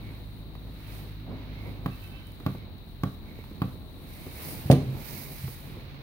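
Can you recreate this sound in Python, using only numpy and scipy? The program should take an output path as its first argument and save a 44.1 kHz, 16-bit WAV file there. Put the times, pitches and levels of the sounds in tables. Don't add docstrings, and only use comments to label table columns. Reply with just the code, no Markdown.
import sys
import numpy as np
from scipy import signal
from scipy.fft import rfft, irfft, next_fast_len
from scipy.io import wavfile
from scipy.ndimage import uniform_filter1d

SR = 44100
rng = np.random.default_rng(int(sys.argv[2]) if len(sys.argv) > 2 else 0)


def transcribe(u):
    v = np.clip(np.atleast_2d(u).T, -1, 1)
    q = np.round(v * 32767).astype(np.int16)
    wavfile.write(sys.argv[1], SR, q)


N = 265778
T = np.arange(N) / SR
RING = T[:SR]
TOP_HZ = 15800

# t/s, level/dB, metal tick level/dB
STROKES = [(1.8602, -2, -1), (2.464, 0.5, -1), (3.0355, 1, -2), (3.6188, 1, -1.5)]
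# f/Hz, level/dB
SLEEVE_COLOUR = [(500, 0), (800, -1.5), (1400, -11), (2300, -2), (3200, -12), (4600, -2), (6000, -10.5),
                 (7500, -11), (9500, -3), (11000, -3), (13500, 1.5), (15700, 1.5)]
# f/Hz, level/dB
TICK_COLOUR = [(300, 9.5), (1200, 6.5), (2000, -2.5), (3000, -1.5), (4500, -4), (7000, -59), (10000, -14.5),
               (16000, -5.5)]
# f/Hz, level/dB
BOARD_COLOUR = [(150, 7.5), (260, 1.5), (400, 0.5), (560, -2.5), (790, -0.5), (900, -18), (1050, -9),
                (1400, -17), (3000, -51)]


def undb(db):
    return 10 ** (np.asarray(db) / 20)


def curve(rows):
    s, *columns = np.transpose(rows)
    return [np.interp(T, s, c) for c in columns]


def noise(colour, size=N):
    hz, db = np.transpose(colour)
    bins = np.maximum(np.fft.rfftfreq(size, 1 / SR), 1)
    gain = undb(np.interp(np.log(bins), np.log(hz), db))
    gain = gain * np.minimum(bins / hz[0], 1) ** 2
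    gain = gain * (bins < TOP_HZ)
    x = irfft(rfft(rng.standard_normal(size)) * gain, size)
    return x / x.std()


def wide(colour, likeness, size=N):
    shared = noise(colour, size)
    separate = np.array([noise(colour, size) for _ in range(2)])
    return np.sqrt(likeness) * shared + np.sqrt(1 - likeness) * separate


def pan(db):
    return undb(np.array([[.5], [-.5]]) * db)


def walk(rate):
    k = max(int(SR / rate), 1)
    steps = np.repeat(rng.standard_normal(N // k + 1), k)[:N]
    x = uniform_filter1d(steps, k)
    return x / x.std()


def fade(t60):
    return np.exp(-np.log(1000) * RING / t60)


def ring(modes):
    return sum(undb(db) * fade(t60) * np.sin(2 * np.pi * hz * RING) for hz, db, t60 in modes)


def push(x, ms):
    force = np.sin(np.pi * np.minimum(RING * 1e3 / ms, 1))
    return irfft(rfft(x, 2 * SR) * rfft(force / force.sum(), 2 * SR))[..., :SR]


def add(out, s, x):
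    i = int(s * SR)
    out[:, i:i + len(RING)] += x[..., :N - i]


def tone(hz, waver, rate):
    return np.sqrt(2) * np.sin(2 * np.pi * np.cumsum(hz * (1 + waver * walk(rate))) / SR)


def swell(start, end):
    return np.sin(np.pi * np.clip((T - start) / (end - start), 0, 1))


def move(start, end, attack_s, release_s):
    return np.exp(-np.maximum(start - T, 0) / attack_s - np.maximum(T - end, 0) / release_s)


def together(gains, rest_db):
    return np.sqrt(undb(rest_db) ** 2 + sum(g ** 2 for g in gains))


def cloth(db, colour, likeness, grain_db):
    return wide(colour, likeness) * undb(db + grain_db * walk(320))


def shop():
    # f/Hz, level/dB
    rumble_colour = [(18, -36), (30, 12.5), (46, 14.5), (65, 15), (95, 12), (140, 7.5), (220, -4.5),
                     (500, -67)]
    # full force from t/s, until t/s, level/dB
    shuffle_moves = [(1.278, 1.39, -45.5), (1.66, 1.85, -48), (3.28, 3.701, -54), (4.376, 4.7, -49),
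                     (4.822, 5.013, -44), (5.162, 5.304, -55)]
    # f/Hz, level/dB
    shuffle_colour = [(90, 4), (140, 3), (200, 0.5), (280, -2), (400, -7.5), (650, -13.5), (1000, -18.5),
                      (1600, -31), (3000, -70.5)]
    # f/Hz, level/dB
    hiss_colour = [(1000, -5), (3300, -8.5), (3700, -2.5), (3860, 4.5), (4050, 0.5), (4450, -3.5),
                   (5200, -40), (7500, -73), (16000, -4.5)]
    rumble = undb(-47.5) * wide(rumble_colour, 0.42)
    gains = [undb(db) * move(start, end, attack_s=0.062, release_s=0.2) for start, end, db in shuffle_moves]
    unsteady = undb(3 + 1.9 * walk(11))
    shuffle = together(gains, rest_db=-51) * wide(shuffle_colour, 0.75) * unsteady
    hiss = undb(-59.5) * wide(hiss_colour, 0.072)
    whine = undb(-70) * tone(3860, waver=.002, rate=30)
    return rumble + shuffle + (hiss + whine) * pan(10.6)


def motor():
    # t/s, shaft f/Hz, level/dB
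    shaft = [(0, 53.24, -43.5), (.45, 52.72, -48), (1, 52.03, -45.5), (1.6, 51.75, -44), (1.9, 50.08, -47),
             (2.25, 46.88, -50.5), (2.7, 43.33, -51.5), (3.2, 42.2, -52), (6.03, 41.73, -56)]
    # multiple of shaft f, level/dB
    orders = [(1, 0.5), (2, -1), (3, -7.5), (4, -14.5), (5, -13.5), (6, -14)]
    hz, db = curve(shaft)
    turn = 2 * np.pi * np.cumsum(hz * (1 + 0.0037 * walk(5.94))) / SR
    hum = 0
    for multiple, order_db in orders:
        level = undb(db + order_db + 1.1 * walk(5.53))
        hum = hum + level * np.sin(multiple * turn + rng.uniform(0, 2 * np.pi))
    return np.sqrt(2) * hum


def sleeve():
    # full force from t/s, until t/s, level/dB, left minus right/dB
    arm_moves = [(.04, 0.395, -66, 2.5), (0.577, 0.797, -68.5, -3), (0.915, 0.979, -54.5, -2),
                 (1.65, 1.696, -62.5, -1), (2.026, 2.068, -59, -0.5), (2.272, 2.42, -65, 1),
                 (2.895, 2.917, -68, -1), (3.297, 3.528, -65, -5), (3.726, 4.021, -66, 4),
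                 (4.14, 4.24, -54, 0.5), (4.43, 4.53, -44, 1), (4.63, 4.697, -53, -1),
                 (5.076, 5.22, -46, -5.5), (5.324, 5.51, -48.5, -1.5), (5.602, 5.701, -58.5, -0.5)]
    slides = [undb(db) * pan(pan_db) * move(start, end, attack_s=0.099, release_s=0.11)
              for start, end, db, pan_db in arm_moves]
    hold_s = 0.1
    jerks = [undb(-63) * pan(-2.5) * move(s, s + hold_s, attack_s=0.022, release_s=.045)
             for s, _, _ in STROKES]
    hiss = cloth(1.17 + 0.38 * walk(13), SLEEVE_COLOUR, likeness=0.032, grain_db=1.03)
    return together(slides + jerks, rest_db=-71.5) * hiss


def glove():
    # full force from t/s, until t/s, level/dB
    rub_moves = [(0, 0.144, -60), (0.905, 1.05, -56), (1.397, 1.706, -58.5), (1.884, 2.19, -60),
                 (2.493, 2.6, -61.5), (3.28, 3.7, -66), (4.146, 4.27, -60), (4.401, 4.817, -54),
                 (5.033, 5.15, -54.5), (5.4, 6.032, -57.5)]
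    # f/Hz, level/dB
    glove_colour = [(400, -8.5), (900, -4), (1500, -7), (1950, -5.5), (2200, -3.5), (2500, -4.5),
                    (3000, -7), (4400, -9), (5500, -21.5), (8000, -37)]
    rubs = [undb(db) * move(start, end, attack_s=0.18, release_s=0.14) for start, end, db in rub_moves]
    hiss = cloth(2.13 + 0.64 * walk(16), glove_colour, likeness=0.05, grain_db=1.1)
    return together(rubs, rest_db=-69) * hiss


def drags():
    # full force from t/s, until t/s, level/dB
    drag_moves = [(.04, .15, -62.5), (1.33, 1.42, -66), (1.55, 1.68, -59), (2.58, 2.64, -64.5),
                  (3.279, 3.32, -60.5), (3.39, 3.41, -60), (4.14, 4.48, -61), (5.04, 5.252, -57.5)]
    # f/Hz, level/dB
    drag_colour = [(1500, -26), (2000, -5), (2200, 2), (2400, -6.5), (2900, -43), (6000, -43)]
    gains = [undb(db) * move(start, end, attack_s=0.043, release_s=0.04) for start, end, db in drag_moves]
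    force = np.max(gains, axis=0)
    return force * cloth(1.3 * walk(24.96), drag_colour, likeness=0.51, grain_db=2.0)


def grip():
    # t/s, thud level/dB, hollow rap level/dB, tick level/dB
    knocks = [(0.5524, -44, -49, -44.5), (1.061, -39, -51, -57), (1.278, -35, -53, -65),
              (2.401, -34, -50, -44), (2.5494, -29, -45, -46.5), (3.388, -33.5, -57, -51),
              (3.44, -48, -53, -44), (3.512, -35.5, -43, -55), (4.266, -34, -41, -52),
              (5.478, -31, -35.5, -40), (5.768, -33, -44, -63)]
    # f/Hz, level/dB
    knock_colour = [(60, 13), (150, 1), (330, -3.5), (480, -4.5), (800, -43), (1500, -26), (4000, -45)]
    # t/s, level/dB
    snaps = [(2.039, -47), (2.27, -49), (2.32, -50), (2.782, -55)]
    out = np.zeros((2, N))
    for s, thud_db, rap_db, tick_db in knocks:
        thud = push(noise(knock_colour, size=SR) * fade(0.094), ms=0.86)
        rap = noise(BOARD_COLOUR, size=SR) * fade(0.036)
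        tick = wide(TICK_COLOUR, 0.69, size=SR) * fade(0.032)
        add(out, s, undb(thud_db) * thud + undb(rap_db) * rap + undb(tick_db) * tick)
    for s, db in snaps:
        add(out, s, undb(db) * wide(SLEEVE_COLOUR, .3, size=SR) * fade(0.013))
    return out


def lever():
    # f/Hz, level/dB, t60/s, left minus right/dB
    pump_modes = [(87.5, -27.5, 0.17, -2), (99, -24.5, 0.063, -1), (165, -22.5, 0.027, 0.5),
                  (133.7, -35.5, 0.28, 0), (187, -28.5, 0.2, -0.5), (264, -26.5, 0.015, 0),
                  (260.6, -43, 0.22, 1), (595, -39, 0.015, 0), (799, -29.5, 0.023, 1),
                  (1103, -32.5, 0.043, 7), (1160.5, -31.5, 0.018, 2), (1330, -34, 0.02, 7),
                  (1560, -36, 0.016, 6)]
    # delay t/s, level/dB, contact time/ms
    arrivals = [(0, 2, 0.42), (.0033, -17, 0.8), (.0068, -0.5, 0.77), (0.0193, -13, 0.66), (.027, -9.5, 1),
                (.037, -16, 1)]
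    # f/Hz, level/dB
    chatter_colour = [(400, 9.5), (780, 1.5), (1000, -13), (1120, -4), (1350, -2), (1620, -12), (2000, -12),
                      (5000, -50)]
    out = np.zeros((2, N))
    body = sum(ring([(hz, db, t60)]) * pan(pan_db) for hz, db, t60, pan_db in pump_modes)
    for s, db, tick_db in STROKES:
        for delay, arrival_db, ms in arrivals:
            add(out, s + delay - .0004, undb(db + arrival_db) * push(body, ms))
        tick = undb(-29) * wide(TICK_COLOUR, 0.59, size=SR) * fade(0.033)
        chatter = undb(-34.5) * wide(chatter_colour, 0.74, size=SR) * fade(0.14)
        add(out, s, undb(tick_db) * tick + undb(db) * chatter)
    return out


def squeal():
    # start t/s, end t/s, f/Hz, level/dB
    squeals = [(1.895, 1.975, 2655, -56), (2.01, 2.08, 2645, -53), (2.09, 2.23, 2643, -58),
               (1.93, 2.4, 3063, -59), (2.05, 2.135, 3066, -55), (1.97, 2.32, 1534, -65)]
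    out = 0
    for start, end, hz, db in squeals:
        level = undb(db - 3 + 1.5 * walk(45)) * swell(start, end)
        out = out + level * tone(hz, waver=.002, rate=70)
    return out * pan(-6.0)


def bench():
    # t/s, level/dB, contact time/ms
    blows = [(4.655, -11, 5.6), (4.7004, 1, 0.83), (4.7088, -7, 1.4), (4.7163, -14, 0.83), (4.7239, -5, 2),
             (4.7308, -10.5, 0.83), (4.781, -14.5, 2.6), (4.829, -17, 2.3), (5.438, -12, 6)]
    # f/Hz, level/dB, t60/s
    bench_modes = [(88, -44, .25), (141, -20, 0.24), (165, -8, 0.055), (215, -17, 0.11),
                   (260.5, -21.5, 0.29), (305, -13, 0.044), (406, -18, 0.26), (485, -16.5, 0.056),
                   (542.7, -15.5, 0.11), (602, -24, 0.28), (682, -26, .07), (727, -17.5, 0.061),
                   (785, -30, 0.15), (1188, -32.5, 0.11)]
    out = np.zeros((2, N))
    boom = ring(bench_modes)
    for s, db, ms in blows:
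        board = wide(BOARD_COLOUR, 0.99, size=SR) * (fade(0.23) - fade(0.0081))
        add(out, s, undb(db) * push(boom, ms))
        add(out, s, undb(db - 19.0) * push(board, ms))
    return out


def drone():
    # full level from t/s, until t/s, level/dB
    soft_bumps = [(4.883, 4.91, -29.5), (5.452, 5.474, -34)]
    start_s, rise_s = 4.7, 0.23
    steady = undb(-47.5) * np.clip((T - start_s) / rise_s, 0, 1)
    bumps = sum(undb(db) * move(start, end, attack_s=.018, release_s=0.027)
                for start, end, db in soft_bumps)
    return steady * tone(139.5, waver=0.0145, rate=12) + bumps * tone(133, waver=.02, rate=20)


def clinks():
    # t/s, level/dB
    touches = [(4.703, -13), (4.7114, -7), (4.7147, -2), (4.7197, -9), (4.7262, -9), (4.733, -14)]
    # f/Hz, level/dB, t60/s
    metal_modes = [(4450, -38, .06), (6691, -55, .25), (8812, -52, .2), (9300, -32, .025), (10360, -52, .2),
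                   (12260, -44, .13), (15480, -41, .1)]
    # f/Hz, level/dB
    clink_colour = [(600, -6), (1800, 5), (4500, 3), (6000, -4.5), (7500, -10.5), (9300, -2.5), (13000, -6),
                    (16000, -13)]
    out = np.zeros((2, N))
    for s, db in touches:
        crack = wide(clink_colour, 0.17, size=SR) * fade(.011)
        add(out, s, undb(db) * (undb(-17.0) * crack + undb(-1.0) * ring(metal_modes)))
    return out


def radiate(x, corner_hz):
    return signal.sosfilt(signal.butter(3, corner_hz, "high", fs=SR, output="sos"), x)


def room(x, delay_s=0.0093, bass_hz=900):
    # f/Hz, level/dB, t60/s
    room_bands = [(68, 0, 0.99), (141, -9.5, 0.25), (298, -9.5, 0.69), (600, -19, 0.61), (1210, -8, 0.43),
                  (3000, -4.5, 0.24), (7900, -8.5, 0.73), (15000, -11, 0.12)]
    hz, db, t60 = np.transpose(room_bands)
    bins = np.maximum(np.fft.rfftfreq(SR, 1 / SR), 1)
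    mid, side = rfft(rng.standard_normal((2, SR)))
    spread = np.pi / 4 * np.minimum(bins / bass_hz, 1)
    field = mid * np.cos(spread) + side * np.sin(spread) * np.array([[1], [-1]])
    tail = 0
    for share, band_db, band_t60 in zip(np.eye(len(hz)), db, t60):
        decay = fade(band_t60) * np.clip(RING / delay_s - 1, 0, 1)
        band = irfft(field * np.interp(np.log(bins), np.log(hz), share), SR)
        tail = tail + undb(band_db) * band * decay / np.linalg.norm(decay)
    return signal.fftconvolve(x, tail, axes=1)[:, :N]


def scene():
    blows = radiate(lever() + grip() + undb(1.5) * bench(), corner_hz=77.6) + clinks()
    close = sleeve() + glove() + drags()
    return blows + undb(-3.0) * room(blows) + close + motor() + squeal() + drone() + shop()


def record(dry):
    # f/Hz, left minus right/dB
    ports = [(60, 0.5), (180, -2.5), (400, 1), (800, -3), (1150, -5), (2300, -7.5), (3300, -2),
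             (4700, -3.5), (6200, -11.5), (8300, 3.5), (9500, 8.5), (11000, 1), (13600, -2), (15700, -4)]
    port_lag_s = .00013
    hz, db = np.transpose(ports)
    size = next_fast_len(N + SR // 10)
    bins = np.maximum(np.fft.rfftfreq(size, 1 / SR), 1)
    lag = np.exp(-2j * np.pi * bins * port_lag_s * np.array([[0], [1]]))
    colour = pan(np.interp(np.log(bins), np.log(hz), db))
    heard = irfft(rfft(dry, size) * colour * lag, size)[:, :N]
    rounded = heard / (1 + (heard / .88) ** 6) ** (1 / 6)
    return signal.sosfilt(signal.ellip(10, .2, 70, TOP_HZ, fs=SR, output="sos"), rounded)


dry = scene()
out = record(dry)
transcribe(out)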